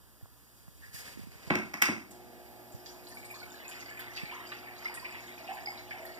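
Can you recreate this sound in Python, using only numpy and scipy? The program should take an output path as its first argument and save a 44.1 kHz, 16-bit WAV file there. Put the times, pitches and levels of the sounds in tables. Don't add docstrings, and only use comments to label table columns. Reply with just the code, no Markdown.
import sys
import numpy as np
from scipy import signal
from scipy.fft import rfft, irfft, next_fast_len
from scipy.io import wavfile

SR = 44100
rng = np.random.default_rng(int(sys.argv[2]) if len(sys.argv) > 2 else 0)


def wrap_up_sound(samples):
    columns = np.atleast_2d(samples).T
    tamed = np.clip(columns, -1, 1)
    steps = np.round(tamed * 32767).astype(np.int16)
    wavfile.write(sys.argv[1], SR, steps)


N = 272979
TIME = np.arange(N) / SR


def from_db(db):
    return 10 ** (np.asarray(db) / 20)


def rms_one(x):
    return x / np.sqrt(np.mean(x ** 2) + 1e-20)


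def at_hz(points, hz):
    f, value = np.transpose(points)
    return np.interp(np.log(np.maximum(hz, 1)), np.log(f), value)


def drift(per_s):
    knots = rng.standard_normal(1000)
    return rms_one(np.interp(TIME * per_s, np.arange(len(knots)), knots))


def as_event(x):
    return x * np.sqrt(SR / 100 / (np.sum(x ** 2) + 1e-20))


def add(track, s, sound):
    at = int(s * SR)
    track[at:at + len(sound)] += sound[:max(N - at, 0)]


def pair_noise(size):
    # frequency in Hz, likeness of left and right from 0 to 1.
    likeness = [(60, 0.078), (500, 0.25), (1100, 1), (1500, 0.94), (2200, 0.99), (3600, 0.87), (4300, 1),
                (5000, 0.7), (7500, 0.54), (9500, 0.029), (16000, 0.067)]
    alike = np.clip(at_hz(likeness, np.fft.rfftfreq(size, 1 / SR)), 0, 1)
    mid, side = rfft(rng.standard_normal((2, size)))
    return irfft(np.sqrt((1 + alike) / 2) * mid + np.sqrt((1 - alike) / 2) * side * [[1], [-1]], size)


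def hiss(spectrum):
    size = next_fast_len(N, real=True)
    gain = from_db(at_hz(spectrum, np.fft.rfftfreq(size, 1 / SR))) * np.sqrt(SR / 2)
    return irfft(rfft(pair_noise(size)) * gain, size)[:, :N]


def hum(harmonics, base_hz, waver_db):
    out = 0
    for multiple, db in harmonics:
        amplitude = np.sqrt(2) * from_db(db + waver_db * drift(12))
        out = out + amplitude * np.sin(2 * np.pi * (multiple * base_hz * TIME + rng.random()))
    return out


def struck(modes, times, levels_db, tilts=0):
    t, out = TIME[:SR // 4], np.zeros(N)
    hz, db, t60 = np.transpose(modes)[:, :, None]
    rings = from_db(db - 60 * t / t60) * np.sin(2 * np.pi * hz * t)
    signs = (-1) ** np.arange(len(modes))
    for s, level_db, tilt in np.broadcast(times, levels_db, tilts):
        strengths = signs * from_db(tilt * np.log2(hz[:, 0]) + 2 * rng.standard_normal(len(modes)))
        add(out, s, from_db(level_db) * as_event(strengths @ rings))
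    return out


def room_tone():
    # frequency in Hz, level in dB per Hz.
    air = [(30, -104), (60, -108), (120, -96.5), (250, -92), (500, -98.5), (1000, -100), (1700, -104),
           (2200, -114), (3200, -107), (4800, -110), (9000, -106), (13000, -102), (15500, -105)]
    # multiple of the compressor's speed, rms level in dB.
    compressor = [(1, -74), (2, -76)]
    return hiss(air) + hum(compressor, base_hz=59.2, waver_db=-1.5)


def finger_taps():
    # start in seconds, level in dB.
    taps = [(0.212, -62.5), (.257, -59), (.679, -63.5)]
    # mode frequency in Hz, relative level in dB, t60 in seconds.
    housing = [(750, 13, 0.01), (1160, 9, 0.011), (1600, 6, 0.0076)]
    return struck(housing, *np.transpose(taps))


def handling():
    # start in seconds, level in dB, pitch in Hz that the bump sags towards.
    bumps = [(.228, -40, 56.4), (0.681, -45, 80), (0.805, -49, 66.6), (0.943, -42.5, 62), (1.354, -46, 63),
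             (1.474, -40, 81.5), (1.516, -35, 83), (2.745, -37.5, 60.7), (4.233, -34.5, 92)]
    t, out = TIME[:SR // 6], np.zeros(N)

    def thump(hz, cycles):
        pitch = hz * (1 + 1.24 * np.exp(-t * hz))
        return as_event(np.sin(2 * np.pi * np.cumsum(pitch) / SR) * np.exp(-t * hz / cycles))

    for s, db, hz in bumps:
        add(out, s, from_db(db) * as_event(thump(hz, cycles=0.26) * t))
    turn_start_s, turn_end_s, slip_gap_s = 1.155, 1.305, 1 / 53
    slip_times = np.arange(turn_start_s, turn_end_s, slip_gap_s)
    for s, (late, size, detune) in zip(slip_times, 2 * rng.random((100, 3)) - 1):
        slip = thump(hz=98 * np.exp(0.49 * detune), cycles=1)
        add(out, s + 0.26 * late * slip_gap_s, from_db(-44 + 4 * size) * slip)
    low_band = signal.butter(2, [55, 120], "band", fs=SR, output="sos")
    tremor = rms_one(signal.sosfilt(low_band, rng.standard_normal(N)))
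    return (out + from_db(-60 + 2 * drift(13)) * tremor) * [[-.6], [1.15]]


def stroke(peak_s, release_s):
    attack_s = 0.4 * release_s
    return np.exp(np.minimum((TIME - peak_s) / attack_s, (peak_s - TIME) / release_s))


def foot_scuffs():
    # peak time in seconds, gain in dB, release in seconds, tilt in dB per octave.
    scuffs = [(.65, -22, 1, 6.5), (0.837, -9.5, 0.069, 1.5), (0.958, 0.5, 0.053, 5), (1.06, -2.5, 0.16, 1),
              (1.429, -7.5, 0.37, -1)]
    # frequency in Hz, relative level in dB.
    sole = [(500, -81), (1100, -86), (1750, -88), (2300, -86.5), (3500, -90), (7000, -90.5), (10000, -94.5),
            (15000, -99)]
    out = 0
    for s, db, release_s, tilt in scuffs:
        friction = hiss([(hz, level + tilt * np.log2(hz / 3500)) for hz, level in sole])
        out = out + from_db(db) * stroke(s, release_s) * friction
    return out * from_db(1.5 * drift(61.5))


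def foot_rasps():
    # peak time in seconds, gain in dB, release in seconds.
    catches = [(.835, -1.5, 0.031), (0.971, -4, 0.098), (1.07, -7, 0.039)]
    # frequency in Hz, relative level in dB.
    narrow_band = [(1100, -115), (1500, -92.5), (1800, -79.5), (2050, -94), (2600, -120)]
    envelope = sum(from_db(db) * stroke(s, release_s) for s, db, release_s in catches)
    return envelope * from_db(2.2 * drift(150)) * hiss(narrow_band)


def jug_knocks():
    # start in seconds, thud, clack and snap levels in dB, clack tilt in dB per octave.
    knocks = [(1.505, -23.5, -24, -51, -2), (1.555, -29.5, -32, -43, 5), (1.74, -44, -36, -45, -2.5),
              (1.8219, -37.5, -21, -24.5, 5), (1.887, -27.5, -34.5, -56, -5)]
    # frequency in Hz, relative level in dB, t60 in seconds.
    door = [(100, -12, 0.1), (180, -4, 0.053), (224.5, -8.5, 0.24), (254, -6.5, 0.075), (321, -1.5, 0.11),
            (329, -3.5, 0.044), (365.5, 0, 0.1), (620, -6, 0.035)]
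    recess = [(714, -3, 0.021), (1024, -3, 0.022), (1220, 2.5, 0.0085), (1620, 3, 0.0089),
              (1670, -0.5, 0.01), (2180, 6.5, 0.0077), (2703, -9.5, 0.029), (3060, 2.5, 0.0017)]
    stages = [(-.0036, 9.5), (0, 0), (0.033, 11.5)]
    contacts = [(s + delay_s, *(np.array(levels) - loss_db), tilt)
                for s, *levels, tilt in knocks for delay_s, loss_db in stages]
    times, thud_db, clack_db, snap_db, tilts = np.transpose(contacts)
    snap = lever_snaps(times, snap_db)
    low_cut = signal.butter(3, 556, "high", fs=SR, output="sos")
    clack = signal.sosfilt(low_cut, struck(recess, times, clack_db, tilts))
    thud = struck(door, times + 0.002, thud_db)
    return thud, clack, snap


def lever_snaps(times, levels_db, burst_s=0.0013):
    # frequency in Hz, relative level in dB.
    crack_spectrum = [(2500, -43), (3800, 5), (4500, -14), (4850, 5.5), (5400, 16), (6000, 8), (8000, 0),
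                      (11500, 1.5), (15500, 2.5)]
    # mode frequency in Hz, relative level in dB, t60 in seconds.
    spring = [(5120, -13, 0.04), (5650, -9, 0.024)]
    t, out = TIME[:SR // 40], np.zeros(N)
    colour = from_db(at_hz(crack_spectrum, np.fft.rfftfreq(len(t), 1 / SR)))
    for s, db in zip(times, levels_db):
        crack = irfft(rfft(rng.standard_normal(len(t))) * colour, len(t))
        add(out, s, from_db(db) * as_event(crack * np.exp(-t / burst_s)))
    return out + struck(spring, times, levels_db - 9)


def valve(open_s=2.05):
    # multiple of the mains frequency, rms level in dB.
    buzz = [(2, -71.5), (4, -71), (6, -60.5), (8, -70.5), (11, -71.5), (12, -67.5), (14, -66.5), (16, -75),
            (20, -78.5), (28, -81.5)]
    # frequency in Hz, relative level in dB.
    rush = [(130, -105), (210, -87.5), (330, -84.5), (480, -92.5), (700, -83.5), (1000, -100.5),
            (1500, -102), (2500, -105), (5000, -108), (10000, -111), (12700, -109), (13100, -99),
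            (13450, -112), (15000, -114)]
    opened = np.clip((TIME - open_s) / 0.08, 0, 1)
    return opened * (hum(buzz, base_hz=60, waver_db=2) + from_db(2.5) * hiss(rush))


def splashes(cycles=25.6, length_s=.016, count=20):
    # start in seconds, level in dB, centre pitch in Hz, pitch spread in octaves.
    flurries = [(2.108, -52.5, 9160, 0.33), (2.722, -58, 7450, .08), (2.86, -50.5, 5550, 0.31),
                (3.086, -53, 9700, 0.16), (3.146, -54.5, 11200, 0.11), (3.187, -57, 9250, 0.16),
                (3.248, -51, 8800, 0.091), (3.308, -50.5, 11600, 0.24), (3.69, -48.5, 10600, 0.46),
                (3.712, -49.5, 2890, 0.13), (3.712, -57, 5740, 0.13), (3.806, -52.5, 5840, 0.14),
                (3.992, -45.5, 13300, 0.22), (3.992, -49, 2740, 0.72), (4.006, -50, 2900, 0.542),
                (4.162, -46.5, 5670, 0.48), (4.169, -46.5, 2770, 0.27), (4.313, -47, 2610, 0.17),
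                (4.519, -44, 3100, 0.45), (4.846, -47.5, 2220, 0.8), (4.941, -43.5, 8800, 0.16),
                (4.942, -56, 1890, 0.19), (5.046, -44, 2340, 0.093), (5.145, -49, 2600, 0.21),
                (5.274, -54.5, 3320, 0.085), (5.47, -54, 2820, 0.11), (5.495, -49.5, 2560, 0.26),
                (5.545, -55, 12000, 0.3), (5.57, -50, 2730, 0.34), (5.78, -59, 5400, 0.11),
                (5.907, -44.5, 2230, 0.19), (6.053, -52, 11100, 0.24)]
    t, out = TIME[:SR // 16], np.zeros(N)
    for s, db, centre_hz, octaves in flurries:
        late, up, down = rng.random((3, count, 1))
        hz = centre_hz * 2 ** (np.sqrt(6) * octaves * (up - down))
        age = np.maximum(t - length_s * late ** 2, 0)
        rings = np.exp(-np.log(1000) * age * hz / cycles - late) * np.sin(2 * np.pi * hz * age)
        add(out, s, from_db(db) * as_event(rings.sum(axis=0)))
    return out


def nozzle(peak_s=2.45, rise_db_per_s=100, fade_db_per_s=1):
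    # frequency in Hz, relative level in dB.
    jet = [(5000, -125), (10500, -114), (13000, -101), (15000, -110)]
    age = TIME - peak_s
    return from_db(5 + np.minimum(rise_db_per_s * age, -fade_db_per_s * age)) * hiss(jet)


def bubble_cloud(spectrum, power, per_s, cycles, spread_db, fall_oct_per_s=0):
    rate = per_s * np.clip((power / np.mean(power)) ** .7, .02, 15)
    born = np.cumsum(rate) / SR
    late, pitch_draw, size_draw, sign_draw = rng.random((20000, 4))[:int(born[-1])].T
    starts = np.minimum(np.searchsorted(born, np.arange(len(late)) + late), N - 1)
    low_hz, high_hz = spectrum[0][0], spectrum[-1][0]
    pitches = low_hz * (high_hz / low_hz) ** pitch_draw
    scatter_db = spread_db * np.minimum(-np.log(1 - size_draw), 3.5)
    sizes = rms_one(from_db(at_hz(spectrum, pitches) + scatter_db))
    heights = sizes * np.sign(sign_draw - .5) * np.sqrt(power[starts] / rate[starts])
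    pitches = pitches * 2 ** (fall_oct_per_s * (TIME[-1] - TIME[starts]))
    out = np.zeros(N)
    for at, hz, height in zip(starts, pitches, heights):
        t60 = cycles / hz
        t, damping = TIME[:int(t60 * SR)], np.log(1000) / t60
        ring = 2 * np.sqrt(damping) * np.exp(-damping * t) * np.sin(2 * np.pi * hz * t)
        add(out, at / SR, height * ring)
    return out


def stream(lands_s=2.7, pool_forms_s=1.3):
    # pitch in Hz, relative level in dB.
    gurgle = [(520, -26), (610, 19), (700, 11.5), (800, 9.5), (1000, 8), (1350, -9)]
    splatter = [(1000, 3), (1400, -0.5), (1650, -2.5), (2100, 8), (2600, 2), (3200, 2.5), (3900, 0)]
    spray = [(4000, 23), (4900, 11.3), (7500, 16), (10000, 0.69), (15000, 4.6)]
    plinks = [(1100, -3), (1700, -2), (2600, 11.5)]
    filling_s = np.maximum(TIME - lands_s, 0)
    landed = np.clip(filling_s / .2, 0, 1)
    pool_age_s = filling_s - pool_forms_s
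    pool_db = np.minimum(15 * pool_age_s / pool_forms_s, -pool_age_s)
    gurgle_power, splatter_power, spray_power = [
        landed * from_db(db + 1.8 * drift(25)) ** 2
        for db in (-71 + 3.5 * filling_s, -60 + pool_db, -64.5)]
    plink_power = landed * from_db(-63.5 + pool_db / 2) ** 2
    return (bubble_cloud(gurgle, gurgle_power, per_s=350, cycles=43, spread_db=5, fall_oct_per_s=0.176)
            + bubble_cloud(splatter, splatter_power, per_s=330, cycles=60, spread_db=3.5)
            + bubble_cloud(spray, spray_power, per_s=600, cycles=45, spread_db=8.5)
            + bubble_cloud(plinks, plink_power, per_s=16, cycles=65, spread_db=-3.5))


def ping(hz, db, cycles, swell_cycles, rise):
    age_cycles = TIME[:SR // 8] * hz
    pitch = hz * (1 + rise * (np.minimum(age_cycles / cycles, 1) - 1 / 4))
    envelope = (1 - np.exp(-(age_cycles / swell_cycles) ** 2)) * from_db(-60 * age_cycles / cycles)
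    return from_db(db) * as_event(np.sin(2 * np.pi * np.cumsum(pitch) / SR) * envelope)


def drips():
    # start in seconds, level in dB, pitch in Hz.
    pings = [(2.864, -55, 5030), (2.9, -58, 5770), (3.122, -62, 4650), (3.169, -51, 2300),
             (3.309, -51.5, 2310), (3.415, -53, 1470), (3.428, -51, 2250), (3.505, -59, 3600),
             (3.519, -55, 6940), (3.54, -56, 1690), (3.65, -52.5, 2554), (3.68, -46.5, 7150),
             (3.72, -54, 2490), (3.86, -55.5, 4650), (3.908, -51.5, 1750), (4.172, -45.5, 2655),
             (4.215, -50, 2300), (4.47, -57, 4770), (4.787, -60.5, 4830), (4.845, -56, 4910),
             (4.854, -42, 2110), (4.897, -59, 4830), (4.974, -49.5, 1894), (4.996, -56, 4740),
             (5.535, -63, 4850), (5.659, -44.5, 4940), (5.67, -43, 2190), (5.909, -53, 1700),
             (6.05, -53, 1850)]
    out = np.zeros(N)
    for s, db, hz in pings:
        add(out, s, ping(hz, db, cycles=63, swell_cycles=5.7, rise=0.028))
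    return out


def glugs(fragments=7, gap_s=.011, fade_db_per_s=90):
    # start in seconds, level in dB, pitch in Hz, tending deeper as the jug fills.
    pockets = [(3.335, -50.5, 1030), (4.321, -42, 990), (4.516, -50, 1170), (4.848, -50.5, 1260),
               (4.892, -45, 880), (5.025, -47.5, 1000), (5.142, -49, 926), (5.486, -33.5, 754),
               (5.668, -40, 800), (5.938, -46, 746), (5.992, -45, 648), (6.024, -41.5, 657)]
    out = np.zeros(N)
    for s, db, hz in pockets:
        add(out, s, ping(hz, db, cycles=26.5, swell_cycles=8.7, rise=0.25))
        for k, (late, smaller) in enumerate(rng.random((fragments, 2)), 1):
            delay_s = gap_s * (k + late)
            small_hz, small_db = hz * np.exp(0.26 * smaller), db - 10 - fade_db_per_s * delay_s
            add(out, s + delay_s, ping(small_hz, small_db, cycles=20, swell_cycles=2, rise=.15))
    return out


def kitchen(x, direct_db, early_db, early_s, tail_db):
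    # band centre in Hz, reverberation time (t60) in seconds.
    bands = [(100, 0.52), (400, 0.47), (2000, 0.38), (6000, 0.39), (15000, 0.19)]
    t = TIME[:SR // 2]
    white, hz = rfft(pair_noise(len(t))), np.fft.rfftfreq(len(t), 1 / SR)
    centres, tail = [row[0] for row in bands], 0
    for share, (_, t60) in zip(np.eye(len(bands)), bands):
        tail = tail + irfft(white * np.interp(hz, centres, share), len(t)) * from_db(-60 * t / t60)
    early = pair_noise(len(t)) * t * np.exp(-t / early_s)
    response = (from_db(early_db) * rms_one(early) + from_db(tail_db) * rms_one(tail)) / np.sqrt(len(t))
    response[:, 0] += from_db(direct_db)
    return signal.fftconvolve(x[None], response, axes=1)[:, :N]


def scene():
    water = stream() + splashes()
    background = room_tone()
    thud, clack, snap = jug_knocks()
    in_room = (kitchen(thud, direct_db=-2, early_db=-13, early_s=0.005, tail_db=-7)
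               + kitchen(clack, direct_db=-5.5, early_db=-16.5, early_s=0.0056, tail_db=-4.5)
               + kitchen(snap, direct_db=-2.5, early_db=-13, early_s=0.003, tail_db=-6)
               + kitchen(water, direct_db=-3, early_db=-3, early_s=0.0052, tail_db=-1.5)
               + kitchen(drips() + glugs(), direct_db=-1, early_db=-13, early_s=0.008, tail_db=-4))
    hand = handling() + finger_taps()
    return in_room + nozzle() + valve() + foot_scuffs() + foot_rasps() + background + hand


def record(dry):
    # centre in Hz, width in Hz, boost in dB.
    colour_peaks = [(1710, 55, 3), (2095, 544, 9), (4793, 298, 8.5)]
    # frequency in Hz, left minus right in dB.
    balance = [(100, 2.5), (1000, -2.5), (2200, -0.15), (5000, -1.5), (7500, 2.5), (10000, 2),
               (13000, -4.5), (15500, -5)]
    left_lag_s, lag_from_hz = 0.0004614, 1065
    low_cut_hz, high_cut_hz = 48, 15500
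    for hz, width_hz, db in colour_peaks:
        dry = dry + (from_db(db) - 1) * signal.lfilter(*signal.iirpeak(hz, hz / width_hz, fs=SR), dry)
    size = next_fast_len(N + SR // 10, real=True)
    f, spectra = np.fft.rfftfreq(size, 1 / SR), rfft(dry, size)
    spectra *= from_db(at_hz(balance, f) * [[.5], [-.5]])
    spectra[0] *= np.exp(-2j * np.pi * np.maximum(f - lag_from_hz, 0) * left_lag_s)
    spectra *= (f / low_cut_hz) ** 4 / np.sqrt(1 + (f / low_cut_hz) ** 8)
    high_cut = signal.ellip(12, .1, 90, high_cut_hz, fs=SR, output="sos")
    return signal.sosfilt(high_cut, irfft(spectra, size)[:, :N])


dry = scene()
out = record(dry)
wrap_up_sound(out)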